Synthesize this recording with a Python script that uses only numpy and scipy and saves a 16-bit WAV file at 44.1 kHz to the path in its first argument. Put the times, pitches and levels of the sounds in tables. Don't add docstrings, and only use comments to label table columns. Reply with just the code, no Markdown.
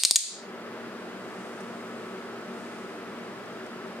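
import sys
import numpy as np
from scipy import signal
from scipy.fft import rfft, irfft, next_fast_len
from scipy.io import wavfile
from scipy.ndimage import uniform_filter1d, minimum_filter1d, map_coordinates

SR = 44100
rng = np.random.default_rng(int(sys.argv[2]) if len(sys.argv) > 2 else 0)


def wrap_up_sound(samples):
    columns = np.atleast_2d(samples).T
    tamed = np.clip(columns, -1, 1)
    steps = np.round(tamed * 32767).astype(np.int16)
    wavfile.write(sys.argv[1], SR, steps)


N = 176400

# pitch_hz, likeness (1 = the same)
LIKENESS = [(30, .7), (125, 0.88), (300, 0.93), (600, 0.92), (1200, 0.83), (2500, .55), (5000, .35),
            (12000, .15)]


def amp(db):
    return 10 ** (np.asarray(db) / 20)


def unit(x):
    return x / np.sqrt(np.mean(np.abs(x) ** 2) + 1e-20)


def along(points, hz):
    point_hz, value = np.transpose(points)
    return np.interp(np.log(hz + 1), np.log(point_hz + 1), value)


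def wobble(rate):
    points = rng.standard_normal(N // 8)
    return map_coordinates(points, [np.arange(N) * rate / SR + 4], mode="wrap")


def filtered(x, response):
    size = next_fast_len(x.shape[-1] + SR // 4)
    spectrum = rfft(x, size) * response(np.fft.rfftfreq(size, 1 / SR))
    return irfft(spectrum, size)[..., :x.shape[-1]]


def causal(colour_db):
    cepstrum = irfft(np.log(amp(colour_db)))
    half = len(cepstrum) // 2
    cepstrum[1:half] *= 2
    cepstrum[half + 1:] = 0
    spectrum = np.exp(rfft(cepstrum))
    return spectrum / np.abs(irfft(spectrum)).max()


def stereo_noise(alike, size):
    def shares(hz):
        turn = np.arccos(np.clip(alike(hz), -1, 1)) / 2
        return np.array([np.cos(turn), np.sin(turn)])

    mid, side = filtered(rng.standard_normal((2, size)), shares)
    return np.array([mid + side, mid - side])


def left_first(x, ms):
    lead_s = np.array([[ms], [-ms]]) / 1000
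    return filtered(x, lambda hz: np.exp(1j * np.pi * hz * lead_s))


def arc(size=2048):
    # start_s, level_db, length_ms, spark_rate_hz, fade_db_per_ms, thump_db, upper_mids_db
    snaps = [(-.028, 30.5, .8, 4500, 12, 0, 2), (.0359, 33, .6, 4400, 35, -2, 0),
             (.0504, 33, 1.05, 4600, 8, -1, -1), (.0539, 26, .85, 4400, 4, 0, 0),
             (.1105, 33, .6, 4550, 6, 4.5, -8), (.1587, 34, .55, 4300, 21, -9, -1),
             (.1593, 24.5, 1.25, 6650, 2.5, -6, 0), (.1617, 26.5, .6, 4200, 3, -3, 2),
             (.1637, 24, .8, 7100, 3, -3, 0)]
    # pitch_hz, level_db
    spark_colour = [(60, -70), (200, -29), (550, -24.5), (1400, -18.5), (2300, -6), (3200, -4.5),
                    (4200, -6), (5100, -2.5), (7000, -0.5), (9000, -5.5), (11000, -16), (12000, -25.5),
                    (13000, -20), (16000, -45.5)]
    spark_jitter = .08
    thump_hz, mids_hz, mids_width_hz = 1300, 2300, 1130
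    smear_hz, smear_width_hz = 6240, 7800
    pre = SR // 10

    out = np.zeros((2, pre + N))
    hz = np.fft.rfftfreq(size, 1 / SR)
    smear = np.exp(-2j * np.arctan2(hz * smear_width_hz, smear_hz ** 2 - hz ** 2))
    lows = np.exp(-(hz / thump_hz) ** 2)
    mids = np.exp(-((hz - mids_hz) / mids_width_hz) ** 2)
    for start_s, level_db, length_ms, rate_hz, fade, thump_db, mids_db in snaps:
        colour_db = along(spark_colour, hz) + thump_db * lows + mids_db * mids
        spark = smear * causal(colour_db)
        gaps_s = (1 + spark_jitter * rng.standard_normal(size=16)) / rate_hz
        spark_s = np.cumsum(gaps_s) - gaps_s[0]
        spark_ms = spark_s * 1000
        strength = amp(level_db - fade * spark_ms) * (spark_ms < length_ms)
        timing = strength @ np.exp(-2j * np.pi * spark_s[:, None] * hz)
        train = irfft(spark * timing)
        snap = signal.fftconvolve(train[None], room(), axes=1)
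        out[:, pre + round(start_s * SR):][:, :snap.shape[1]] += snap
    return out[:, pre:]


def room():
    # pitch_hz, time_s
    tail_t60 = [(300, 0.57), (2000, 0.33), (5000, 0.33), (8000, 0.27), (13000, 0.2)]
    # pitch_hz, relative level_db
    tail_colour = [(200, -13), (1000, -2), (3000, 0.5), (7000, 0), (9500, 5.5), (12000, 7), (16000, -7.5)]
    # delay_s, level_db
    reflections = [(.0033, -11), (.0086, -17), (0.026, -34)]
    tail_db, tail_likeness, build_s = -11, 0.15, 0.00053

    noise = stereo_noise(lambda hz: tail_likeness + 0 * hz, size=SR // 2)
    hz, t, spectra = signal.stft(noise, SR, nperseg=256)
    decay = np.exp(-np.log(1000) * t / along(tail_t60, hz)[:, None])
    colour = amp(along(tail_colour, hz))[:, None]
    tail = signal.istft(spectra * decay * colour, SR, nperseg=256)[1]
    tail = tail * (1 - np.exp(-np.arange(tail.shape[1]) / SR / build_s))
    answer = amp(tail_db) * tail / np.linalg.norm(tail[0])
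    answer[:, 0] += 1
    for delay_s, level_db in reflections:
        answer[:, round(delay_s * SR)] += amp(level_db)
    return answer


def fan():
    # pitch_hz, relative level_db (per Hz)
    air_colour = [(25, -35), (55, -26), (90, -21.5), (140, -14), (185, -7), (260, -3), (420, -2), (600, -8),
                  (900, -8.5), (1350, -6), (2000, -13), (3000, -17.5), (4200, -23), (5800, -28.5),
                  (8800, -32.5), (10500, -36.5), (15500, -43)]
    # pitch_hz, width_hz, lift_db
    resonances = [(190.8, 31, 10.5), (325, 16, 3), (381.2, 35, 7.5), (474, 52, 4), (614, 66, 7),
                  (693, 26, 4), (838.7, 26, 2), (1137, 27, 2.5), (1299, 8, 9), (1723, 33, 4.5),
                  (1855, 21, 1), (2013, 82, 3.5), (4950, 300, 4.5)]
    # pitch_hz, level_db (before the swell), width_hz, unsteadiness (0-1)
    tones = [(100, -75, 1.03, .2), (124.4, -63.5, 3, 0.8), (231.7, -48.5, 2.2, 0.25), (238.9, -58.5, 3, .3),
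             (11620, -85, 100, 0.97)]
    # time_s, change_db
    hum_swell = [(.27, -16), (.5, 0.5)]
    air_db, unsteady_db = -39.5, 0.03
    lag_ms, pan_db = 0.079, .3

    def colour(hz):
        lift_db = sum(db / (1 + (2 * (hz - centre) / width) ** 2) for centre, width, db in resonances)
        return amp(along(air_colour, hz) + lift_db)

    air = unit(filtered(stereo_noise(lambda hz: along(LIKENESS, hz), size=N), colour))
    sound = air * amp(air_db + unsteady_db * wobble(16.4))
    t = np.arange(N) / SR
    swell_db = np.interp(t, *np.transpose(hum_swell))
    for hz, level_db, width_hz, unsteady in tones:
        waver = 1 + unsteady * (wobble(2 * width_hz) + 1j * wobble(2 * width_hz))
        tone = unit(np.real(waver * np.exp(2j * np.pi * hz * t)))
        sound = sound + amp(level_db + swell_db) * tone
    pan = amp(pan_db * np.array([[1], [-1]]))
    return pan * left_first(sound, lag_ms)


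def hiss():
    # time_s, level_db
    swell = [(.7, -75), (1.1, -68.5), (1.42, -60), (1.75, -63.5), (2.1, -63.5), (2.45, -69), (2.6, -59.5),
             (2.82, -61.5), (3, -67.5), (3.5, -68), (4, -71)]
    # pitch_hz, relative level_db (per Hz)
    hiss_colour = [(2000, -30), (4500, -4), (6000, -0.5), (9000, 0.5), (10200, -10), (14000, -26)]
    noise = stereo_noise(lambda hz: along(LIKENESS, hz), size=N)
    noise = filtered(noise, lambda hz: amp(along(hiss_colour, hz)))
    level_db = np.interp(np.arange(N) / SR, *np.transpose(swell))
    return amp(level_db) * unit(noise)


def ticks():
    # start_s, level_db (before the rise, the fall and the final halving)
    tick_list = [(1.603, -40.5), (3.184, -50), (3.455, -47), (3.662, -45), (3.869, -49)]
    # pitch_hz, relative level_db
    tick_colour = [(2500, -30), (5600, 4), (7000, -4), (9200, 0), (10500, -20), (14000, -35)]
    rise_s, t60_s = 0.0017, 0.057

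    def burst(age_s):
        return (1 - np.exp(-age_s / rise_s)) * np.exp(-np.log(1000) * age_s / t60_s)

    t = np.arange(N) / SR
    envelope = sum(amp(level_db) * burst(np.maximum(t - start_s, 0)) for start_s, level_db in tick_list)
    noise = filtered(rng.standard_normal((2, N)), lambda hz: amp(along(tick_colour, hz)))
    return .5 * envelope * unit(noise)


def scene():
    arc_lead_ms = .01
    return left_first(arc(), -arc_lead_ms) + fan() + hiss() + ticks()


def record(dry):
    ceiling_db, knee = 1.27, 1.47
    recovery_db_per_s = 146.5
    linger_share, linger_db_per_s = 0.13, 7.5
    start_level_db = 25.5
    top_hz = 16000

    t = np.arange(N) / SR

    def held(db, db_per_s):
        return np.maximum.accumulate(db + db_per_s * t) - db_per_s * t

    level_db = 20 * np.log10(np.abs(dry).max(axis=0) + 1e-9)
    level_db[0] = start_level_db
    over_db = held(level_db, recovery_db_per_s) - ceiling_db
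    drop_db = 20 * np.log10(1 + amp(knee * over_db)) / knee
    slow_drop_db = held(linger_share * drop_db, linger_db_per_s)
    gain = amp(-(1 - linger_share) * drop_db - slow_drop_db)
    gain = uniform_filter1d(minimum_filter1d(gain, size=9), size=9)
    clipped = np.clip(dry * gain, -1, 1)
    return filtered(clipped, lambda hz: 1 / np.sqrt(1 + (hz / top_hz) ** 120))


dry = scene()
out = record(dry)
wrap_up_sound(out)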